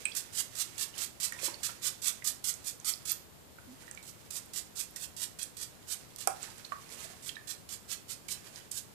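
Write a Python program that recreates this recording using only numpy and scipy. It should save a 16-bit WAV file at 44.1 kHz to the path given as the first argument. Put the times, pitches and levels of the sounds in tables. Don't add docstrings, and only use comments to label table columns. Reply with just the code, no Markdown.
import sys
import numpy as np
from scipy import signal
from scipy.fft import rfft, irfft
from scipy.io import wavfile

SR = 44100
rng = np.random.default_rng(int(sys.argv[2]) if len(sys.argv) > 2 else 0)


def store_wav(level_fs):
    pcm = np.round(np.clip(np.atleast_2d(level_fs), -1, 1) * 32767)
    wavfile.write(sys.argv[1], SR, pcm.T.astype(np.int16))


N = 394254
TIME = np.arange(N) / SR
BINS = np.fft.rfftfreq(N, 1 / SR)

# frequency_hz, left_db_per_hz, right_db_per_hz
BACKGROUND_SPECTRA = [(20, -98, -104), (44.3, -86.5, -91), (84, -78.5, -103.5), (119, -78, -89.5),
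                      (239, -84, -86.5), (460, -89, -88), (1020, -94.5, -94), (2240, -99, -100),
                      (4500, -101, -100), (6200, -107, -101), (7200, -105, -96.5), (9200, -104, -101),
                      (15000, -103, -102)]
# frequency_hz, t60_s
ROOM_RING = [(200, 0.4), (1000, 0.32), (4000, 0.29), (8000, 0.26), (15000, 0.28)]
# frequency_hz, gain_db
WALL_REFLECTION = [(300, 1), (1500, 3.5), (4000, 1), (7500, 0), (10000, -0.5), (14500, -2.5)]
# frequency_hz, gain_db
LEFT_SHADE = [(200, -4.5), (450, -4), (750, -14.5), (1300, -14.5), (2200, -17.5), (4000, -22.5),
              (6000, -29), (8000, -30.5), (12000, -17.5), (15000, -23)]
# frequency_hz, gain_db
PATH_AROUND = [(500, -2.5), (1200, -4.5), (3000, -7), (8000, -12)]
# frequency_hz, relative_db
SWISH_COLOUR = [(120, -22.5), (300, 0), (550, 0), (1000, 0.5), (2000, 5.5), (3500, 4.5), (7500, 6),
                (10000, 3), (15000, -5.5)]
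# time_s, level_db
WATER_UNREST = [(0, -53), (.85, -52), (1.15, -60.5), (1.75, -52), (2.2, -58.5), (3.2, -57.5), (3.35, -86),
                (3.75, -58), (5.5, -67), (6.4, -54), (7.6, -65), (8.94, -67)]
# crest_s, level_db, half_length_s
WATER_SWELLS = [(0, -44, 0.026), (0.987, -42, 0.041), (1.424, -43, 0.11), (3.897, -54.5, 0.077),
                (6.446, -45, 0.063), (6.6, -53.5, 0.11), (7.003, -46, 0.15), (8.445, -52.5, 0.11),
                (8.578, -50, 0.073)]
# start_s, level_db, pitch_hz
DRIP_EVENTS = [(.117, -28, 3350), (.940, -34.5, 2920), (1.3226, -21.5, 1860), (1.389, -30, 2480),
               (1.430, -30.5, 496), (1.480, -30.5, 342), (1.482, -27.5, 930), (1.542, -24, 4400),
               (1.692, -28.5, 1375), (2.222, -30.5, 2020), (3.585, -36, 1450), (3.879, -34.5, 1900),
               (3.912, -40, 1690), (3.974, -30, 2300), (4.811, -32.5, 2400), (4.963, -34, 1860),
               (6.649, -27, 4230), (7.2932, -23, 3170), (7.355, -31.5, 3800), (7.367, -27.5, 1750),
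               (8.287, -29.5, 2270)]
# start_s, level_db, pitch_hz, tilt_db_per_octave (away from the pitch, either way)
PLOP_EVENTS = [(0.0552, -14.5, 2420, -17), (6.2734, -13, 761, 2), (6.720, -19, 1132, -11)]
# multiple_of_pitch, level_db, t60_s
PLOP_PARTIALS = [(.58, -16.5, 0.024), (1, -10.5, 0.076), (1.05, -2.5, 0.027), (1.3, -11.5, 0.028),
                 (1.7, -3.5, 0.016), (2.95, -8, 0.0058)]
# start_s, peak_db, pitch_hz, width_octaves
SNAP_AND_TOUCH_EVENTS = [(0.054, -13.5, 8300, 0.095), (0.122, -33, 4480, 0.19), (1.323, -26, 7500, 0.52),
                         (2.0820, -12, 7700, .3), (2.540, -25.5, 7400, 0.075), (2.800, -32, 7200, .27),
                         (2.938, -19.5, 4720, 0.13), (3.1183, -9, 13600, 0.16), (3.912, -27, 7300, .33),
                         (3.949, -32, 7500, .36), (4.46, -34.5, 9000, 0.69), (4.838, -26, 7000, 0.87),
                         (4.909, -33, 13000, 0.47), (5.43, -16, 8350, 0.22), (5.944, -22.5, 8500, 0.54),
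                         (6.161, -26, 7700, 1), (6.2732, -6.5, 8630, 0.43), (6.429, -23, 7300, 0.11),
                         (6.581, -31, 8140, .37), (6.647, -31, 4260, 0.31), (7.043, -25, 7000, 1),
                         (7.2917, -20.5, 3560, 0.4), (8.559, -28.5, 5750, 0.44), (8.716, -18, 7560, .44)]
# frequency_hz, relative_db
BRISTLE_COLOUR = [(300, -33.5), (900, -24.5), (1250, -12.5), (2200, -12), (3300, -6), (5000, -3),
                  (6200, -2.5), (7800, 1.5), (10000, -4.5), (12500, -6.5), (15000, -11.5)]
# start_s, touch_to_fastest_s, relative_level_db, landing_db (relative to that level),
# pressure_db (rasp over fizz)
BRUSH_STROKES = [(0.148, 0.023, -30, -3, -4), (0.326, 0.077, -27.7, -21, -1.5),
                 (.550, 0.069, -28, -9.5, -2), (0.778, 0.044, -28, -2, -1), (0.978, 0.056, -30, 0, 0),
                 (1.199, 0.049, -26.5, -5.5, -2), (1.411, .047, -28, -28, -2), (1.630, 0.026, -28.5, 3, 1),
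                 (1.816, .056, -26, -25, -0.5), (2.017, 0.07, -24.5, -10, -1),
                 (2.242, 0.036, -27, -3.5, -5.5), (2.440, 0.047, -26.5, -2.5, -4.5),
                 (2.641, 0.041, -33.5, -8, -4.5), (2.844, 0.049, -26, -5, -3),
                 (3.051, 0.059, -29, -3.5, -3), (4.025, 0.069, -44, -0.5, -1.5),
                 (4.304, 0.069, -34.5, 0, -3), (4.533, 0.048, -32.5, -2.5, -1.5),
                 (4.749, 0.054, -31, -17, -3.5), (4.959, 0.091, -37, 2, -1.5), (5.164, .076, -31.5, -3, -1),
                 (5.387, 0.039, -35.5, 2.5, 1.5), (5.567, 0.064, -35.5, -2, -1.5),
                 (5.872, 0.051, -32, -16, -1.5), (6.182, 0.03, -37, 0, 2), (6.900, 0.038, -44.5, -3, -1),
                 (7.000, 0.046, -42, -2, 2), (7.222, 0.065, -37, -8, -1), (7.472, 0.032, -34, 1, 1),
                 (7.688, 0.043, -36, -4.5, 0.5), (7.875, .053, -32.4, -25, 1), (8.077, 0.037, -34, -25, 1),
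                 (8.282, 0.038, -32, -1, -1), (8.712, 0.072, -35, 1.5, -4)]

EDGE_HZ = 14720
SHADE_LAG_S = 0.00024
RING_S, RING_AT_HZ, RING_SLOPE = 0.02, 2000, 0.31
GLUG_S, GLUG_LENGTH_S, GLUG_HZ, GLUG_DB = 3.668, 0.084, 258, -50.5
FLICKS_PER_S, RASP_HZ = 22000, 5000
ECHO_S, ECHO_SHARE = 0.0016, 0.27
STROKE_S = 0.14
SWELL_SHARE, FADE_SHARE = 0.58, 0.23


def gain_of(db):
    return 10 ** (np.asarray(db) / 20)


def evened(x):
    return x / np.sqrt(np.mean(x ** 2) + 1e-20)


def read(points, hz):
    f, value = np.transpose(points)
    return np.interp(np.log(hz + 1), np.log(f + 1), value)


def add(mix, s, sound):
    part = mix[max(round(s * SR), 0):][:len(sound)]
    part += sound[:len(part)]


def coloured(x, points):
    return irfft(rfft(x) * gain_of(read(points, BINS)), N)


def wander(max_hz):
    return evened(irfft(rfft(rng.standard_normal(N)) * (BINS < max_hz), N))


def grains(per_s, spread_db):
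    size = rng.standard_normal(N) * gain_of(spread_db * np.minimum(rng.exponential(1, N), 4))
    return evened(size * (rng.random(N) < per_s / SR))


def crackle(pitch, octaves, rise_s):
    t = np.arange(SR // 8) / SR
    hz = np.fft.rfftfreq(len(t), 1 / SR)
    octaves_away = np.log2((hz + 1) / pitch)
    band = np.exp(-0.5 * (octaves_away / octaves) ** 2)
    noise = irfft(rfft(rng.standard_normal(len(t))) * band, len(t))
    burst = noise * t * np.exp(-t / rise_s)
    return burst / abs(burst).max()


def bubble(hz, t60, rise_per_s=1.0, onset_s=0.00071, splash_db=-9.5, splash_octaves=0.66, splash_s=0.002):
    t = np.arange(SR // 8) / SR
    tone = np.sin(2 * np.pi * hz * t * (1 + rise_per_s * t))
    ring = tone * (1 - np.exp(-t / onset_s)) * np.exp(-np.log(1000) * t / t60)
    return ring + gain_of(splash_db) * crackle(hz, splash_octaves, splash_s)


def background(port):
    spectrum = np.array(BACKGROUND_SPECTRA)[:, [0, port + 1]]
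    return np.sqrt(SR / 2) * coloured(rng.standard_normal(N), spectrum)


def tail(first_s=0.003):
    count = SR // 2
    taps = rng.choice([-1.0, 1.0], count)
    taps = taps * (rng.random(count) < 3000 / SR)
    taps = taps * (TIME[:count] > first_s)
    hz, t, bands = signal.stft(taps, SR, nperseg=256)
    decay = np.exp(-np.log(1000) * t / read(ROOM_RING, hz)[:, None])
    ring = signal.istft(bands * decay, SR, nperseg=256)[1]
    return ring / np.linalg.norm(ring)


def room(x, drift_per_s=0.599, count=3):
    out = np.zeros(N)
    for k in range(count):
        share = np.cos(np.pi * (drift_per_s * TIME + k / count)) * np.sqrt(2 / count)
        out += signal.oaconvolve(x * share, tail())[:N]
    return out


def stirring():
    power = gain_of(np.interp(TIME, *np.transpose(WATER_UNREST))) ** 2
    for crest_s, db, half_s in WATER_SWELLS:
        power = power + gain_of(db) ** 2 * np.exp(-2 * ((TIME - crest_s) / half_s) ** 2)
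    return np.sqrt(power)


def water(swish_db=-0.5, bubbles_db=-11, bubbles_per_s=500, lap_db=3.0):
    swish = evened(coloured(grains(per_s=6000, spread_db=1.0), SWISH_COLOUR))
    swish = swish * gain_of(lap_db * wander(max_hz=20))
    t = np.arange(SR // 20) / SR
    froth = np.zeros(N)
    pitches = np.geomspace(500, 6000, num=24)
    for hz in pitches:
        ring = np.sin(2 * np.pi * hz * t * (1 + 3 * t)) * np.exp(-t * hz / 4)
        starts = grains(bubbles_per_s / len(pitches), spread_db=6.0)
        froth += signal.oaconvolve(starts, ring * (hz / pitches[0]) ** 0.7)[:N]
    return stirring() * (gain_of(swish_db) * swish + gain_of(bubbles_db) * evened(froth))


def glug():
    out = np.zeros(N)
    count = round(GLUG_LENGTH_S * SR)
    pitch = GLUG_HZ * (1 + 0.036 * wander(max_hz=42)[:count])
    turns = np.cumsum(pitch) / SR
    note = evened(np.sin(2 * np.pi * turns)) * signal.windows.tukey(count, 0.3)
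    add(out, GLUG_S, gain_of(GLUG_DB) * note)
    return out


def drips(low_hz=340):
    out = np.zeros(N)
    for s, db, hz in DRIP_EVENTS:
        t60 = RING_S * (RING_AT_HZ / hz) ** RING_SLOPE
        add(out, s, gain_of(db) * bubble(hz, t60))
    for s, db, hz, tilt_db in PLOP_EVENTS:
        for multiple, partial_db, t60 in PLOP_PARTIALS:
            level_db = db + partial_db + tilt_db * abs(np.log2(multiple))
            add(out, s, gain_of(level_db) * bubble(hz * multiple, t60))
    bass_cut = signal.butter(2, low_hz, "highpass", fs=SR, output="sos")
    return signal.sosfilt(bass_cut, out)


def snaps_and_touch(rise_s=0.0007):
    out = np.zeros(N)
    for s, db, pitch, octaves in SNAP_AND_TOUCH_EVENTS:
        add(out, s, gain_of(db) * crackle(pitch, octaves, rise_s))
    return out


def scrub(level_db=0.94, landing_s=0.014, touch_s=0.0035, bend_s=0.0086, fizz_db=2.5, catch_db=1.37, count=3):
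    flicks = evened(coloured(grains(FLICKS_PER_S, spread_db=0.5), BRISTLE_COLOUR))
    flicks = flicks * gain_of(catch_db * wander(max_hz=110))
    rasp = irfft(rfft(flicks) / (1 + (BINS / RASP_HZ) ** 4), N)
    fizz = flicks - rasp
    t = np.arange(SR // 5) / SR
    out = np.zeros(N)
    places = rng.uniform(-1, 1, (len(BRUSH_STROKES), count))
    for (s, fastest, sweep_db, landing_db, pressure_db), place in zip(BRUSH_STROKES, places):
        landing = gain_of(landing_db) * np.exp(-t / landing_s) * np.minimum(t / touch_s, 1)
        width = np.where(t < fastest, SWELL_SHARE * fastest, FADE_SHARE * (STROKE_S - fastest))
        sweep = np.exp(-abs((t - fastest) / width) ** 1.31)
        sweep = sweep * np.minimum(t / bend_s, 1)
        speed = gain_of(sweep_db) * np.hypot(landing, sweep)
        rasp_db = pressure_db - fizz_db * (sweep - 0.7)
        span = round(s * SR) + np.arange(len(t))
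        low = speed * rasp[span] * gain_of(rasp_db / 2)
        high = speed * fizz[span] / gain_of(rasp_db / 2)
        add(out, s, low + high)
        for path in place:
            add(out, s + ECHO_S * 2 ** path, ECHO_SHARE * (low + 0.5 * high))
    return gain_of(level_db) * out


def scene(brush_room_db=-8, snap_room_db=-10, drip_room_db=-7.5, water_room_db=-5.0, left_room_db=6.0):
    brush, ticks, drops, wet = scrub(), snaps_and_touch(), drips(), water()
    direct = brush + ticks + drops + wet + glug()
    sent = gain_of(brush_room_db) * brush + gain_of(snap_room_db) * ticks
    sent = sent + gain_of(drip_room_db) * drops + gain_of(water_room_db) * wet
    sent = coloured(sent, WALL_REFLECTION)
    late = np.interp(TIME - SHADE_LAG_S, TIME, direct)
    left = coloured(late, PATH_AROUND) + gain_of(left_room_db) * room(sent)
    left = coloured(left, LEFT_SHADE)
    right = direct + room(sent)
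    return np.array([left + background(0), right + background(1)])


def record(dry):
    treble_cut = signal.firwin(401, EDGE_HZ, window=("kaiser", 8), fs=SR)
    return signal.oaconvolve(dry, treble_cut[None], "same")


dry = scene()
out = record(dry)
store_wav(out)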